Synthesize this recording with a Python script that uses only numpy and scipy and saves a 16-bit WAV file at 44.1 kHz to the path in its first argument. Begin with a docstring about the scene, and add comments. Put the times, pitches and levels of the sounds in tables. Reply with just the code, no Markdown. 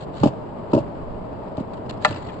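"""A skateboard knocks over slab joints as it rolls on smooth concrete in an open skatepark, heard close.
Each joint knock rings modes of the weighted deck and its metal trucks, with a burst of gritty noise.
The tail then cracks on the ground: free deck modes ring under a noise crack, and the trucks tick.
Coloured noise makes the wheels' rumble, shoe scuffs on grip tape, the airborne whirr and a puff of wind.
The knocks, tail crack and ticks scatter faintly from the ramps around."""
import sys
import numpy as np
from scipy import signal
from scipy.fft import rfft, irfft
from scipy.io import wavfile
from scipy.ndimage import uniform_filter1d

SR = 44100
rng = np.random.default_rng(int(sys.argv[2]) if len(sys.argv) > 2 else 0)


def log_audio(samples):
    """Write samples as a 16-bit WAV file to the path given in sys.argv[1]."""
    # one column per channel
    frames = np.atleast_2d(samples).T
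    # limit to full scale, then quantise
    limited = np.clip(frames, -1, 1)
    pcm = np.round(limited * 32767).astype(np.int16)
    wavfile.write(sys.argv[1], SR, pcm)


N = 105840
T = np.arange(N) / SR
FREQS = np.fft.rfftfreq(2 * N, 1 / SR)

# Ringing of the metal trucks: (frequency at pitch ratio 1 [Hz], relative level [dB], t60 [s])
TRUCK_MODES = [(1740, -6, 0.027), (2505, -8, 0.04), (2675, -3, 0.048), (2900, -5, 0.039),
               (3610, -8.5, 0.059), (4920, 1, 0.014)]
TRUCK_CONTACT_HZ = 6000
# The tail striking the ground: (time [s], relative body level [dB], contact brightness [Hz],
# relative crack level [dB])
TAIL_BLOWS = [(2.0475, 0, 3000, -0.5), (2.0525, -7, 2790, -4), (2.0605, -8.5, 904, -26)]


def undb(db):
    """Turn decibels into gain."""
    return 10 ** (np.asarray(db) / 20)


def over_freq(points):
    """Join (frequency [Hz], value) points on a log-frequency axis."""
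    hz, value = np.array(points, float).T
    return np.interp(np.log(FREQS + 1), np.log(hz), value)


def shape(x, gain):
    """Filter by a gain for each frequency, padded to twice the length."""
    return irfft(rfft(x, 2 * N) * gain)[..., :N]


def noise(spectrum, likeness=0):
    """Stereo noise of rms 1 with a given colour; likeness weighs its mid against its side."""
    likeness = np.clip(likeness, -.99, .99)
    colour = undb(over_freq(spectrum))
    mid = shape(rng.standard_normal(N), colour * np.sqrt(1 + likeness))
    side = shape(rng.standard_normal(N), colour * np.sqrt(1 - likeness))
    stereo = np.array([mid + side, mid - side])
    return stereo / stereo.std()


def fader(curve):
    """Gain along (time [s], level [dB]) points, held flat beyond the ends."""
    return undb(np.interp(T, *np.array(curve).T))


def walk(rate):
    """Random steps at the given rate [Hz], smoothed into ramps."""
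    step = max(int(SR / rate), 2)
    held = np.repeat(rng.standard_normal(N // step + 1), step)
    return 0.83 * uniform_filter1d(held, step)[:N]


def decay(start, t60, rise):
    """A squared rise, then an exponential fall of 60 dB per t60."""
    age = np.maximum(T - start, 0)
    attack = np.minimum(age / rise, 1) ** 2
    return attack * np.exp(-np.log(1000) * np.maximum(age - rise, 0) / t60)


def swells(rows):
    """A half-sine rise and fall for each (start [s], length [s], peak level [dB]) row."""
    return sum(undb(db) * np.sin(np.pi * np.clip((T - start) / length, 0, 1))
               for start, length, db in rows)


def strike(modes, start, contact_hz, pitch=1):
    """One blow rings a set of decaying modes; a softer contact dulls the high ones."""
    t = T[:SR // 8]
    ring = 0
    for k, (hz, db, t60) in enumerate(modes):
        # neighbouring modes start in opposite directions
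        swing = (-1) ** k * np.sin(2 * np.pi * hz * pitch * t)
        ring = ring + undb(db) * swing * np.exp(-np.log(1000) * t / t60)
    contact = signal.butter(2, min(contact_hz, SR / 3), fs=SR, output="sos")
    return np.pad(signal.sosfilt(contact, ring), (int(start * SR), N))[:N]


def at_ports(x):
    """A near sound reaches the two microphones out of step by a phase that varies with frequency."""
    # Phase between the microphones: (frequency [Hz], lead of the left [rad])
    port_phase = [(100, 0.5), (600, 0.4), (900, 1.75), (1300, 0.78), (1900, 1.27), (2900, 1.5), (4400, 4.5)]
    half_each = np.array([[1], [-1]]) / 2
    return shape(x, np.exp(1j * over_freq(port_phase) * half_each))


def wind():
    """A puff of wind on the microphones is low noise that swells and fades."""
    # When the wind puffs: (start [s], length [s], peak level [dB])
    gusts = [(.95, 0.33, -35)]
    # Colour of the wind: (frequency [Hz], relative level [dB])
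    wind_colour = [(20, 0.5), (42, -4), (80, -7), (160, -40), (600, -81)]
    return noise(wind_colour) * swells(gusts)


def park(hits):
    """Faint scatter from the ramps around is the hits smeared by a decaying noise tail."""
    scatter_db, t60_s = -22.5, 0.78
    tail = rng.standard_normal((2, N)) * decay(0.017, t60_s, 0.018)
    tail = tail / np.sqrt(np.sum(tail ** 2) / 2)  # mean energy of 1 per channel
    return undb(scatter_db) * shape(hits, rfft(tail, 2 * N))


def shoes_and_bearings():
    """Shoes scuff the grip tape; after the pop a shoe slides up it and the freed wheels whirr."""
    # Shoes on grip tape: (start [s], length [s], peak level before grain [dB])
    scuffs = [(-.02, 0.076, -46.5), (.12, 0.15, -47), (.713, 0.012, -48), (1.569, 0.0083, -44),
              (1.585, .04, -54), (1.732, 0.016, -47), (1.768, 0.016, -54.5), (1.892, 0.021, -33),
              (1.915, 0.044, -58), (2.005, 0.1, -40.5), (2.087, .008, -40), (2.107, .006, -34.5),
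              (2.268, .005, -54)]
    # Colour of the scuffs: (frequency [Hz], relative level [dB])
    scuff_colour = [(300, -7.5), (1300, 9), (2200, -1.5), (3200, 1.5), (4300, 3), (5800, -16.5),
                    (7500, -4.5), (10000, -34.5)]
    # Sliding shoe and spinning wheels: (time [s], level before grain [dB])
    spin_level = [(2.06, -44.5), (2.13, -38), (2.19, -47), (2.29, -49), (2.4, -54)]
    # Colour of the slide and spin: (frequency [Hz], relative level [dB])
    spin_colour = [(300, -4), (1000, 16), (1800, 5.5), (2800, -2), (4400, 1), (5800, -21.5), (7500, -4),
                   (10000, -51)]
    grain_db = 4.5  # swing per unit of the random walk
    airborne = T > TAIL_BLOWS[0][0]
    scuffing = noise(scuff_colour) * swells(scuffs)
    spinning = noise(spin_colour) * fader(spin_level) * airborne
    return (scuffing + spinning) * undb(grain_db * walk(220))


def truck_rattles():
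    """The unloaded trucks tick against their bolts, each tick ringing the metal."""
    # Ticks of the loose trucks: (time [s], level [dB], pitch ratio)
    rattles = [(2.066, -34.5, 1), (2.127, -37.5, 1), (2.145, -44, 1.1), (2.162, -39, 1), (2.27, -47, 1.5),
               (2.288, -39.5, 0.71), (2.297, -39, .67)]
    ticks = sum(undb(db) * strike(TRUCK_MODES, start, TRUCK_CONTACT_HZ, pitch)
                for start, db, pitch in rattles)
    return at_ports(ticks)


def tail_pop():
    """Bare wood cracks on concrete, rebounds and rings in its free modes."""
    # The deck ringing freely: (frequency [Hz], relative level [dB], t60 [s])
    free_deck = [(477, -11.5, 0.1), (609, -5.5, .075), (760, -4.5, .05), (856, -2, 0.068),
                 (1010, -4, 0.051), (1191, -5, 0.054), (1314, -4.5, 0.062), (1390, -2.5, 0.058),
                 (1750, -11, 0.12), (1770, -10, 0.042), (1890, 0, 0.035), (2020, -6.5, 0.046),
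                 (2547, -12.5, 0.06), (2755, -20.5, 0.047), (3000, -19.5, 0.016), (4300, -24.5, .04)]
    # Colour of the crack: (frequency [Hz], relative level [dB])
    crack_colour = [(150, -15), (500, -5), (1000, 1), (1900, 0.5), (2600, -6.5), (4300, -6), (5800, -22),
                    (7600, -18), (8800, -32), (10000, -52)]
    body_db, crack_db = -10, -11
    crack_t60_s, crack_rise_s = .022, 0.0011
    body, crack = 0, 0
    for start, blow_db, contact_hz, blow_crack_db in TAIL_BLOWS:
        body = body + undb(blow_db) * strike(free_deck, start, contact_hz)
        crack = crack + undb(blow_crack_db) * decay(start, crack_t60_s, crack_rise_s)
    return undb(body_db) * at_ports(body) + undb(crack_db) * crack * noise(crack_colour)


def rolling():
    """Wheels rumble on the fine grain of the concrete: dark noise with a quick, small flutter."""
    # Colour of the rumble: (frequency [Hz], relative level [dB])
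    roll_colour = [(15, -14.5), (25, -11), (103, -3), (174, -3), (224, -5), (359, -7.5), (427, -5),
                   (484, -8), (621, -3.5), (721, -11), (948, -10), (1520, -26.5), (2760, -39),
                   (5020, -46.5), (5830, -66), (7670, -49), (9600, -82), (12500, -119), (21100, -120)]
    # Left-right likeness of the rumble: (frequency [Hz], likeness [0-1])
    roll_likeness = [(40, 0), (120, .55), (250, 0.92), (520, 0.15), (1000, 0.078), (2200, 0.025)]
    # Loudness of the rumble: (time [s], level before grain [dB])
    roll_level = [(0, -34), (.5, -32), (1.1, -33), (1.6, -32), (2.0, -32), (2.2, -33.5), (2.4, -33)]
    grain_db = 1.5  # swing per unit of the random walk
    rumble = noise(roll_colour, over_freq(roll_likeness))
    return rumble * fader(roll_level) * undb(grain_db * walk(70))


def joint_knocks():
    """Each blow thumps, bends and rings the weighted deck, with a gritty crunch and ringing trucks."""
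    # Wheels hitting joints and feet loading the deck: (time [s], relative body level [dB],
    # contact brightness of the body [Hz], pitch ratio of the body, relative flex level [dB],
    # relative hollow-ring level [dB], relative level of grit and trucks [dB])
    knocks = [(.212, -26, 198, 0.82, -9.5, -35, -28.5), (0.2319, 0, 1000, .93, -17, -13.5, 1),
              (0.2424, -16, 690, 1.0, -21, -20.5, -14), (.2555, -0.5, 420, 0.96, -8, -11, -9),
              (0.2693, -20, 890, 1.2, -32, -19, -8.5), (.277, -21.5, 354, .95, -18, -21, -18.5),
              (.7315, -1.5, 840, 1.04, -12, -11.5, -4.5), (.7455, -6, 664, 1.06, -10, -9.5, -10),
              (.7625, -3.5, 414.6, 1.16, -12.5, -18.5, -18.5), (.7750, -12, 860, 1.06, -21.5, -9.5, -16.5),
              (.784, -20, 890, 1.05, -36, -16.5, -15.5), (0.801, -30.5, 180, 0.77, -15, -23, -25),
              (1.576, -15, 713, 0.92, -32, -18.5, -20.5), (1.6005, -8.5, 219, .88, -23.5, -34, -29),
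              (1.860, -15.5, 160, .8, -20, -39, -25.5), (1.970, -25, 300, 0.82, -31, -29.5, -25),
              (2.075, -17, 222, .9, -22.5, -36, -29), (2.097, -25, 200, .9, -16.5, -34, -19),
              (2.108, -20.5, 1500, 1.0, -36, -29.5, -31), (2.117, -34, 198, 0.71, -16.5, -38, -24)]
    # Body of the deck under the rider: (frequency at pitch ratio 1 [Hz], relative level [dB], t60 [s])
    loaded_deck = [(208.4, -5.5, 0.053), (262, -2.5, 0.05), (317.6, -2.5, 0.059), (437, -9, 0.048),
                   (614, -12, 0.019), (824, -7, 0.022), (896, -4, 0.041), (1280, -20, 0.07)]
    # Slow bending of the deck: (frequency [Hz], relative level [dB], t60 [s])
    deck_flex = [(86, -12.5, 0.078), (130.5, -1, 0.074)]
    # Hollow ring of the deck: (frequency [Hz], relative level [dB], t60 [s])
    deck_ring = [(565.4, -2, 0.056), (627.4, 0, 0.059)]
    # Colour of the grit: (frequency [Hz], relative level [dB])
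    grit_colour = [(100, 4), (400, 3), (850, 5.5), (1200, -7), (1900, -22.5), (2800, -18), (4900, -20.5),
                   (5900, -31.5), (7500, -23), (8800, -40), (10000, -36)]
    wood_db, truck_db, crunch_db = -1.5, -32.5, -16
    grit_t60_s, grit_rise_s = 0.064, .004
    body, grit = 0, 0
    for start, body_db, contact_hz, pitch, flex_db, ring_db, grit_db in knocks:
        thump = undb(body_db) * strike(loaded_deck, start, contact_hz, pitch)
        bend = undb(flex_db) * strike(deck_flex, start, 200)
        hollow = undb(ring_db) * strike(deck_ring, start, 1100)
        # the metal answers halfway up the rise of the grit
        metal = strike(TRUCK_MODES, start + grit_rise_s / 2, TRUCK_CONTACT_HZ)
        body = body + undb(wood_db) * (thump + bend + hollow) + undb(truck_db + grit_db) * metal
        grit = grit + undb(grit_db) * decay(start, grit_t60_s, grit_rise_s)
    # the board radiates little of its lowest motion
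    radiation = signal.butter(2, 70, "high", fs=SR, output="sos")
    radiated = signal.sosfilt(radiation, body)
    return at_ports(radiated) + undb(crunch_db) * grit * noise(grit_colour)


def scene():
    """Mix the board, the open park and a puff of wind."""
    hits = joint_knocks() + tail_pop() + truck_rattles()
    return hits + park(hits) + rolling() + shoes_and_bearings() + wind()


def record(dry):
    """Each microphone has its own colour; the peaks are capped, then the top is cut."""
    # Balance of the two microphones: (frequency [Hz], left minus right [dB])
    port_balance = [(60, -3), (200, -0.6), (380, -0.5), (600, 2.5), (900, 4.5), (1300, 1.5), (1900, -2.5),
                    (2900, 13.5), (4400, -9), (7000, 1)]
    top_hz = 9400
    half_each = np.array([[.5], [-.5]])
    coloured = shape(dry, undb(over_freq(port_balance) * half_each))
    capped = np.clip(coloured, -1, 1)
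    top_cut = signal.ellip(8, .2, 70, top_hz, fs=SR, output="sos")
    return signal.sosfilt(top_cut, capped)


dry = scene()
out = record(dry)
log_audio(out)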